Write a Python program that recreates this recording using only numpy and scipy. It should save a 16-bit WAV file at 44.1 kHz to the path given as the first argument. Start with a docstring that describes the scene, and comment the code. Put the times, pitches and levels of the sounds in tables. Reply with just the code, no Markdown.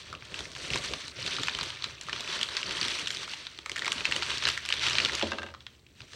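"""Paper crackles and slides softly, and sharp creases snap one by one as hands unfold a newspaper bundle.
Crackle is many tiny ringing grains over hissing noise; each snap is a short ring with bursts of noise.
Large panels flap and pop low: deep lumpy noise and short dying waves, over faint room noise and a hum.
Near the end a small hard object drops on the wooden table and bounces: dying tones, ticks and a rattle.
A small quiet room adds a short echo to the snaps and bounces."""
import sys
import numpy as np
from scipy import signal
from scipy.fft import rfft, irfft
from scipy.io import wavfile
from scipy.ndimage import uniform_filter1d

SR = 44100
rng = np.random.default_rng(int(sys.argv[2]) if len(sys.argv) > 2 else 0)


def store_pcm(level_fs):
    """Save levels as 16-bit WAV."""
    pcm = np.round(np.clip(level_fs, -1, 1) * 32767).astype(np.int16)
    wavfile.write(sys.argv[1], SR, np.atleast_2d(pcm).T)


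N = 271215

# How strongly the hands work the paper: start_s, level_db (of the rustle)
HANDLING = [(0, -47), (.2, -55.5), (.4, -41.5), (.49, -47.5), (.66, -37.5), (.88, -39), (.97, -45.5),
            (1.05, -41), (1.12, -45.5), (1.27, -34), (1.44, -37), (1.68, -39.5), (1.78, -48.5),
            (1.84, -42.5), (1.97, -49), (2.15, -45), (2.25, -38.5), (2.33, -35), (2.41, -38), (2.54, -39.5),
            (2.87, -31.5), (3.03, -38.5), (3.35, -43), (3.53, -53.5), (3.68, -55), (3.76, -45.5),
            (3.92, -38), (4.02, -41), (4.15, -35), (4.23, -40), (4.31, -33.5), (4.39, -37.5), (4.48, -34),
            (4.63, -43), (4.87, -31), (5.1, -35.5), (5.19, -35), (5.4, -51), (5.53, -60.5), (5.67, -63.5),
            (5.75, -61), (5.84, -70), (6.0, -59.5), (6.08, -59.5), (6.15, -48.5)]


def gain_of(db):
    """Turn decibels into a multiplier."""
    return 10 ** (np.asarray(db) / 20)


def evened(x):
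    """Scale a sound to an average (RMS) strength of 1."""
    return x / np.sqrt(np.mean(x ** 2) + 1e-20)


def read(points, hz):
    """Read a curve of values over pitch, with pitch spaced by ratio as the ear hears it."""
    f, value = np.transpose(points)
    return np.interp(np.log(hz + 1), np.log(f + 1), value)


def along(rows, index):
    """Draw one column of a table as a curve over time, with a value at every sample."""
    columns = np.transpose(rows)
    return np.interp(np.arange(N) / SR, columns[0], columns[index])


def add(mix, s, sound):
    """Add a sound to the mix at a time in seconds, cut off at the end."""
    part = mix[round(s * SR):][:len(sound)]
    part += sound[:len(part)]


def coloured(x, points):
    """Filter a sound to a given spectrum without any sound before its cause (minimum phase)."""
    level_db = np.maximum(read(points, np.fft.rfftfreq(8192, 1 / SR)), -100)
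    # Folding the cepstrum (the spectrum of the log gain) puts all the response after time zero
    cepstrum = irfft(np.log(gain_of(level_db)))
    cepstrum[1:4096] *= 2
    cepstrum[4097:] = 0
    response = irfft(np.exp(rfft(cepstrum)))[:4096]
    return signal.oaconvolve(x, response)[:len(x)]


def band(x, lo_hz, hi_hz):
    """Keep mainly the part of a sound between two pitches."""
    edges_hz = [lo_hz, min(hi_hz, .45 * SR)]
    return signal.sosfilt(signal.butter(2, edges_hz, "bandpass", fs=SR, output="sos"), x)


def coloured_burst(x, lo_hz, hi_hz):
    """Filter a short puff of noise twice to one band and scale its peak to 1."""
    y = band(band(x, lo_hz, hi_hz), lo_hz, hi_hz)
    return y / abs(y).max()


def wander(rate_hz):
    """Make a slow random drift: noise smoothed twice, with an average strength of 1."""
    size = max(int(SR / rate_hz), 2)
    smooth = uniform_filter1d(rng.standard_normal(N), size)
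    return evened(uniform_filter1d(smooth, size))


def wavelet(hz, cycles, t):
    """Make a short wave that swells over its first turn, then dies within a few cycles."""
    turns = hz * t
    swell = 1 - np.exp(-(.9 * turns) ** 2)
    return np.sin(2 * np.pi * turns) * swell * np.exp(-turns / cycles)


def air():
    """Make the steady noise of the quiet room and the wavering hum of a distant machine."""
    # Tone of the room noise: pitch_hz, level_db (per Hz, relative)
    air_spectrum = [(15, -19), (25, -17), (84, -2), (130, -6), (149, -10), (373, -13), (863, -27.5),
                    (2760, -39), (5430, -41), (7710, -30), (10400, -44), (14000, -42), (16000, -34)]
    # Hum tones: pitch_hz, width_hz, level_db (before the swell)
    hum_tones = [(74.3, 4.94, -68.5), (127.6, 6.28, -72)]
    # Slow rise and fall of the hum: start_s, change_db
    hum_swell = [(0, 4), (3.3, -3), (3.8, 7.5), (5.1, 13.5), (5.6, 6.5), (6.15, -10)]
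    noise_db = -61.5
    out = gain_of(noise_db) * evened(coloured(rng.standard_normal(N), air_spectrum))
    swell_db = along(hum_swell, index=1)
    for hz, width_hz, db in hum_tones:
        turns = np.cumsum(hz + width_hz / 2 * wander(5.34)) / SR
        level = gain_of(db + swell_db + 2.6 * wander(10))
        out += np.sqrt(2) * level * np.sin(2 * np.pi * turns)
    return out


def room(x):
    """Echo a sound with sparse taps of random sign, each pitch band dying at its own speed."""
    # Echo times: pitch_hz, t60_s (time to fall by 60 dB)
    echo_times = [(200, 0.58), (1500, 0.18), (5000, 0.14), (12000, 0.44)]
    taps = np.zeros(SR // 2)
    at = np.arange(200, len(taps) - 20, 20)
    taps[at + rng.integers(0, 20, len(at))] = rng.choice([-1., 1.], len(at))
    hz, t, z = signal.stft(taps, SR, nperseg=256)
    decay = gain_of(-60 * t / read(echo_times, hz)[:, None])
    tail = signal.istft(z * decay, SR, nperseg=256)[1]
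    return signal.oaconvolve(x, tail / np.linalg.norm(tail))[:N]


def bending(index, resting_db):
    """Shape a panel layer over time: it follows the handling and swells at each bend."""
    # Large panels bending: peak_s (fullest bend), flap_db, push_db (low push of air), length_s
    bends = [(0.137, -52, -53, 0.14), (0.41, -48, -49.5, 0.21), (.75, -42, -44, 0.18),
             (0.927, -40, -47, .09), (1.23, -65, -50.5, 0.18), (1.407, -40.5, -45, 0.026),
             (1.462, -57, -47, .06), (1.607, -45.5, -48, 0.12), (1.86, -55.5, -52, 0.11),
             (2.13, -51.5, -55, 0.13), (2.32, -46.5, -61, 0.14), (2.41, -46, -53, .1),
             (2.72, -45, -49, 0.082), (3.177, -52, -60, 0.16), (3.59, -63, -63, .05),
             (3.723, -54, -59, .05), (3.874, -48.5, -62, 0.27), (3.974, -50, -46, 0.05),
             (4.113, -49.5, -57, 0.26), (4.477, -43.5, -59, 0.074), (4.698, -49, -65, 0.043),
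             (4.85, -49, -65, 0.063), (4.978, -39.5, -49, .1), (5.061, -38, -59, 0.036),
             (6.031, -58, -50, 0.06), (6.15, -48, -58, 0.028)]
    rise_db, fall_db = 21, 17.5  # lost one length before and after the fullest bend
    t = np.arange(N) / SR
    power = gain_of(along(HANDLING, index=1) + resting_db) ** 2
    for row in bends:
        lengths_away = (t - row[0]) / max(row[-1], .01)
        loss_db = np.maximum(fall_db * lengths_away, -rise_db * lengths_away)
        power = power + gain_of(row[index] - loss_db) ** 2
    return np.sqrt(power)


def panels():
    """Bend large sheets that push air: lumpy low noise, and a pop where a panel flips over."""
    # Tone of the flapping: pitch_hz, level_db (per Hz, relative)
    flap_spectrum = [(76, -38.5), (130, 1), (205, -3.5), (410, 2), (452, -2), (567, -1.5), (772, -8),
                     (900, -42), (1170, -5), (1980, -120)]
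    # Panels flipping over: start_s, level_db (before the wave's own swell and decay), pitch_hz
    flips = [(0.218, -41, 122), (0.548, -37, 118), (0.754, -25, 497), (0.909, -25, 420), (1.145, -51, 119),
             (1.187, -31, 516), (1.39, -35, 170), (1.857, -39.5, 245), (1.918, -48, 123), (1.981, -61, 186),
             (2.052, -38, 158), (2.129, -45, 375), (2.289, -34, 385), (2.546, -34, 420), (2.922, -33, 384),
             (3.585, -37, 344), (3.666, -42, 540), (3.715, -34, 383), (3.859, -34, 299), (3.956, -32, 247),
             (4.196, -30.5, 420), (4.47, -28, 680), (4.684, -43, 331), (4.736, -34, 503)]
    flap_db, push_db = -15, -23  # between bends, relative to the rustle
    lumps = rng.standard_normal((2, N)) * gain_of(2.9 * wander(55))
    flap = evened(coloured(lumps[0], flap_spectrum))
    push = evened(band(band(lumps[1], 45, 165), 45, 165))
    out = bending(index=1, resting_db=flap_db) * flap
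    out += bending(index=2, resting_db=push_db) * push
    t = np.arange(4000) / SR
    for s, db, hz in flips:
        add(out, s, gain_of(db) * wavelet(hz, 1.93, t))
    return out


def landings():
    """List the landings (start_s, object_db, table_db): each flight is a fixed share of the last."""
    first_s, first_flight_s, flight_share, bounce_count = 5.223, .095, .7, 7
    rows, s = [(first_s, -40, -25)], first_s  # it first lands flat, with a thud
    for k in range(bounce_count):
        flight_s = first_flight_s * flight_share ** k
        s += flight_s
        object_db = -19.5 - 5 * k
        table_db = -35 - 4 * k
        rows.append((s, object_db, table_db))
        # The object's far end lands a little later and softer
        rows.append((s + .15 * flight_s, object_db - 9, table_db - 5))
    return rows


def ringing(modes, t, swell_turns):
    """Sum dying tones that each need some turns to build up, so the bass speaks late."""
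    out = np.zeros(len(t))
    for hz, db, t60_s in modes:
        swell = 1 - np.exp(-(hz * t / swell_turns) ** 2)
        out += gain_of(db - 60 * t / t60_s) * swell * np.sin(2 * np.pi * hz * t)
    return out


def bounces():
    """Land the object again and again: each blow ticks, rings the object and rattles the table top."""
    # Tones of the object, then of the table: pitch_hz, level_db (relative to the blow), t60_s
    object_modes = [(1270, -1.5, 0.018), (1573, -4.5, 0.048), (1620, -21, 0.08), (2030, -9, 0.027),
                    (2690, -7.5, 0.038), (2860, -18, 0.094), (3700, -9.5, 0.023)]
    table_modes = [(85, -12, .3), (221, -4, .12), (270, -7, .09), (323, -3, .12), (420, -5, .09),
                   (490, -7, .09), (554, -1, .13), (640, -5, .09), (760, -7, .07), (900, 4, .035),
                   (991, -6, .06)]
    out, t = np.zeros(N), np.arange(SR // 2) / SR
    short_t = t[:3000]
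    object_ring = ringing(object_modes, t, 1.0)
    table_ring = ringing(table_modes, t, 1.8)
    blows = landings()
    noise = rng.standard_normal((len(blows), 2, 3000))
    for (s, object_db, table_db), (tick_noise, rattle_noise) in zip(blows, noise):
        tick = coloured_burst(tick_noise * np.exp(-short_t / 0.0021), 480, 5300)
        add(out, s, gain_of(object_db - 1) * tick)
        add(out, s, gain_of(object_db) * object_ring)
        rattle = .04 * rattle_noise * np.exp(-short_t / .016)
        rattle[0] = 1  # the blow itself
        add(out, s, gain_of(table_db) * signal.oaconvolve(table_ring, rattle))
    return out


def tilted(x):
    """Raise and lower the body and treble of the paper sound as the handling changes."""
    # Colour of the rustle: start_s, treble_db, body_db (against the plain paper sound)
    colour = [(0, 1, -1), (.2, -2.5, 2.5), (.45, 5, 0.5), (1.05, 2, -2.5), (1.6, -1, -0.5), (2.1, -1, 2),
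              (2.9, 1, 0.5), (3.15, 3, -4), (3.6, -1, 0.5), (3.95, -2, 3.5), (4.3, 2, -1), (4.5, -2, -2),
              (5.0, -0.5, 1), (5.4, -2, 2), (6.15, 5, -4)]
    body, treble = band(x, 370, 1900), band(x, 4800, 15000)
    more_treble = gain_of(along(colour, index=1)) - 1
    more_body = gain_of(along(colour, index=2)) - 1
    return x + more_body * body + more_treble * treble


def rustle():
    """Crackle with tiny creases in clumps, each patch of sheet at its own pitch, over a sliding hiss."""
    # Tone of the paper: pitch_hz, level_db (per Hz, relative)
    paper_spectrum = [(350, -51), (600, -7.5), (779, -19), (894, -7.5), (1280, -4.5), (2180, -2.5),
                      (3250, -0.5), (4520, -2), (4910, -8), (6030, -7), (6640, -16), (8620, -18.5),
                      (10600, -35.5), (16000, -48)]
    clumps = gain_of(5.0 * wander(60))
    struck = rng.random(N) < 1500 * clumps / SR  # 1500 creases a second, times the clumping
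    size = gain_of(0.79 * np.minimum(rng.exponential(1, N), 3.5)) * struck
    patch = rng.integers(0, 24, N)
    t, crackle = np.arange(600) / SR, np.zeros(N)
    for k, hz in enumerate(np.geomspace(700, 15000, 24)):
        grain = wavelet(hz, 2.6, t)
        grain = grain / np.linalg.norm(grain) * np.sqrt(hz)
        crackle += signal.oaconvolve(size * (patch == k), grain)[:N]
    hiss = rng.standard_normal(N) * gain_of(2.2 * wander(27))
    flat = evened(crackle) + gain_of(1.0) * evened(hiss)
    return gain_of(along(HANDLING, index=1)) * evened(coloured(tilted(flat), paper_spectrum))


def lesser_snaps():
    """Scatter smaller creases at chance moments, sized by the handling."""
    count = 110
    s = rng.random(count) * (N - 1) / SR
    size, pitch, treble, body = rng.standard_normal((count, 4)).T
    db = np.interp(s, *np.transpose(HANDLING)) + 9 + 3 * size
    hz = 3300 * 2 ** (.3 * pitch)  # spread in octaves
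    treble_db = -9 + 4 * treble
    body_db = -15 + 4 * body
    return list(zip(s, db, hz, treble_db, body_db))


def snaps():
    """Buckle each crease in a few quick jerks that make the sheet ring briefly at its pitch."""
    # Clearest creases: start_s, level_db (peak of the ring), pitch_hz, treble_db, body_db (against it)
    clear_snaps = [(0.1276, -30, 1260, -9, -5), (0.1393, -36.5, 1220, -19, -9),
                   (0.1506, -29.5, 2940, -27, -24), (0.223, -35, 2440, -32, -5),
                   (0.3422, -24.5, 2700, -11, -11), (0.391, -24.5, 3630, -6, -14),
                   (0.4053, -27.5, 3560, -7, -5), (0.4548, -31, 2100, -10, -24),
                   (0.5511, -28, 3130, -14, -20), (0.563, -32, 3050, -7, -1.5),
                   (0.703, -22, 2860, -12, -19), (0.735, -18, 2660, -11, -16), (0.743, -20, 3810, -17, -15),
                   (0.7576, -21, 2510, -4, -4), (0.7744, -23, 3930, -10, -17), (0.784, -29, 4170, -1, -18),
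                   (0.859, -35.5, 2450, 5, -3), (0.9362, -17, 3180, -9.5, -10),
                   (1.0181, -32, 3580, -9, -27), (1.2629, -22.5, 3700, -5, -34),
                   (1.277, -22, 4420, -23, -14), (1.3658, -20, 3800, -29, -20),
                   (1.3844, -30.5, 1320, -18, 2), (1.4335, -19.5, 3530, -4, -10),
                   (1.4701, -29, 2410, -25, -11), (1.483, -17, 2430, -22, -2.5),
                   (1.4952, -22, 3560, -29, -21), (1.549, -21.5, 3180, -7, -21),
                   (1.5876, -23, 2980, -6, -3), (1.6107, -20, 4240, -19, -8), (1.6307, -23, 3700, -2.5, -8),
                   (1.703, -27.5, 3060, -9, -11), (1.7713, -30.5, 2440, -23, -20),
                   (1.8231, -24, 4040, -26, -18), (1.8413, -17, 3940, -11.5, -13.5),
                   (2.0116, -25.5, 3950, -3, -17), (2.0343, -42, 1550, 4, -17),
                   (2.0854, -27.5, 1250, -11, -12), (2.0947, -23.5, 1700, -24, -16),
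                   (2.1291, -16, 3100, -26, -13.5), (2.1613, -26, 2750, -26, -9),
                   (2.1775, -31, 4100, -18, -3), (2.2065, -23, 3560, -5, -20),
                   (2.2764, -25.5, 2860, -11, -20), (2.3483, -27, 3200, -17, -12),
                   (2.367, -31.5, 3350, -4, -19), (2.413, -20, 3150, -8, -13),
                   (2.4303, -16.5, 3060, -4, -20), (2.5679, -15.5, 4470, -16, -24),
                   (2.573, -26, 2020, -16, -13), (2.6298, -19, 2850, -33, -23),
                   (2.6928, -23, 3050, -17, -21), (2.7096, -29, 2360, -16, -17),
                   (2.8134, -15.5, 4300, -14, -19), (2.8419, -24, 3520, -15, -11),
                   (2.85, -20, 3350, -15, -20), (2.8826, -17.5, 3500, -6, -24),
                   (2.9946, -26, 2860, -2, -30), (3.0722, -17, 3100, -19, -36), (3.0818, -30, 3480, 1, -31),
                   (3.1046, -17, 3260, -8, -35), (3.114, -34, 3190, 7, -22), (3.1482, -26, 4600, -19, -17),
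                   (3.17, -24, 3400, -7, -19), (3.244, -32, 3200, -13, -33), (3.2767, -31.5, 1370, -6, -1),
                   (3.3352, -26.5, 3070, -14, -6), (3.4521, -36, 3570, -16, -22),
                   (3.468, -25.5, 3600, -28, -12), (3.547, -41, 4230, -6, -27),
                   (3.5763, -38, 4360, -8, -20), (3.5881, -27.5, 3260, -14, -10),
                   (3.6601, -26, 2100, -3, -5.5), (3.6955, -26, 2140, -3, -6),
                   (3.7169, -22.5, 3160, -5.5, -18), (3.76, -25, 1900, -9, -8.5),
                   (3.7651, -22.5, 2770, -5, -16), (3.778, -26, 1960, -11, -21),
                   (3.7822, -29, 1760, -0.5, -14), (3.793, -23.5, 3600, -4, -12),
                   (3.8204, -21.5, 1810, -27, -11), (3.8462, -21.5, 2320, -9, -16),
                   (3.8572, -23.5, 2070, -6, -15), (3.8647, -19.5, 3350, -16, -8.5),
                   (3.8788, -18.5, 2300, -6, -1), (3.9196, -14, 3190, -8.5, -23),
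                   (3.928, -28, 1480, 5, -19), (3.9816, -24, 3020, -19, -9),
                   (4.0066, -20.5, 2550, -22, -20), (4.046, -23.5, 4260, -12, -16),
                   (4.0531, -11.5, 2670, -17, -21), (4.064, -23, 3450, -21, -20),
                   (4.1127, -20.5, 1750, -6, -15), (4.1224, -15.5, 2630, -16, -12),
                   (4.163, -18, 2900, -5, -14), (4.223, -18.5, 2720, -13, -6),
                   (4.2299, -18.5, 4380, -16, -13), (4.2642, -24, 2980, -13, -21),
                   (4.2854, -28.5, 1680, -5, -16), (4.3031, -19, 3800, -15, -17),
                   (4.3154, -22, 2740, -19, -6), (4.3814, -20, 4400, -7, -34), (4.4238, -21, 3070, -23, -5),
                   (4.4534, -11.5, 4250, -29, -14), (4.4695, -15, 2960, -11, -5),
                   (4.4766, -16, 2900, -7, -16), (4.4877, -17, 2800, -0.5, -9),
                   (4.4999, -19, 3000, -16, -24), (4.576, -20.5, 1930, -6, -14),
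                   (4.6428, -39, 3190, -13, -23), (4.652, -26, 3600, -5, -9.5),
                   (4.6887, -17.5, 2720, -4.5, -22), (4.7024, -20.5, 3070, -15, -7),
                   (4.7247, -10, 3120, -20, -34), (4.7389, -20.5, 3300, -8, -8),
                   (4.7949, -21, 3760, -25, -27), (4.8217, -25, 2320, -16, -14),
                   (4.866, -16.5, 3000, -8, -9), (4.8717, -20, 3060, -20, -10),
                   (4.884, -15, 3700, -16, -21), (4.908, -18, 2950, -25, -7.5),
                   (4.953, -16, 3170, -24, -17), (4.9667, -21, 4260, -13, -15),
                   (4.9839, -9.5, 2970, -27, -24), (5.0008, -16, 2630, -17, -16),
                   (5.0491, -13.5, 3700, -9, -18), (5.0584, -16.5, 2850, -19, -10),
                   (5.0858, -21, 2830, -22, -8), (5.0956, -22, 1960, -20, -7), (5.1326, -23, 4140, -12, -4),
                   (5.1517, -20.5, 4610, -1, -20), (5.195, -23, 2760, -7, -12),
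                   (5.2122, -23, 2750, -18, -3), (5.225, -15.5, 3380, -31, -20),
                   (5.269, -30, 2760, -10, -8), (5.4191, -31, 1550, -19, -15), (5.5392, -37, 1310, -37, -7),
                   (5.5474, -32.5, 1310, -30, -17), (5.6056, -39.5, 3360, -30, -22),
                   (5.666, -27, 3440, -18, -13), (5.8656, -45, 2700, -23, -28),
                   (6.0048, -32.5, 2640, -22, -12), (6.0178, -34.5, 4440, -16, -14),
                   (6.1327, -34.5, 3680, -11, -7)]
    out, t = np.zeros(N), np.arange(900) / SR
    rows = clear_snaps + lesser_snaps()
    noise = rng.standard_normal((len(rows), 3, len(t)))
    rise = 1 - np.exp(-t / 0.0002)
    for (s, db, hz, treble_db, body_db), (a, b, c) in zip(rows, noise):
        jerks = .4 * a * (abs(b) > 2.1) * np.exp(-t / .002)  # rare, dying kicks
        jerks[0] = .7
        ring = np.convolve(jerks, wavelet(hz, 1.9, t))[:len(t)]
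        spread = coloured_burst(c * rise * np.exp(-t / 0.0029), 1480, 5450)
        middle = ring / abs(ring).max() + 0.66 * spread
        puff = a * rise * np.exp(-t / 0.0012)
        fizz = .04 * coloured_burst(puff, 10000, 15500)
        treble = gain_of(treble_db) * (coloured_burst(puff, 3660, 8580) + fizz)
        body = gain_of(body_db) * coloured_burst(b * rise * np.exp(-t / 0.002), 822, 1840)
        add(out, s, gain_of(db) * (middle + treble + body))
    return out


def scene():
    """Mix all the layers; only the snaps and bounces get the room's echo."""
    near = snaps() + bounces()
    echo = gain_of(-7.5) * room(near)
    return (near + echo + rustle() + panels() + air())[None]


def record(dry):
    """Cut off the highest treble with a steep low-pass filter."""
    edge_hz = 15900
    low_pass = signal.firwin(511, edge_hz, window=("kaiser", 9), fs=SR)
    return signal.oaconvolve(dry, low_pass[None], "same")


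dry = scene()
out = record(dry)
store_pcm(out)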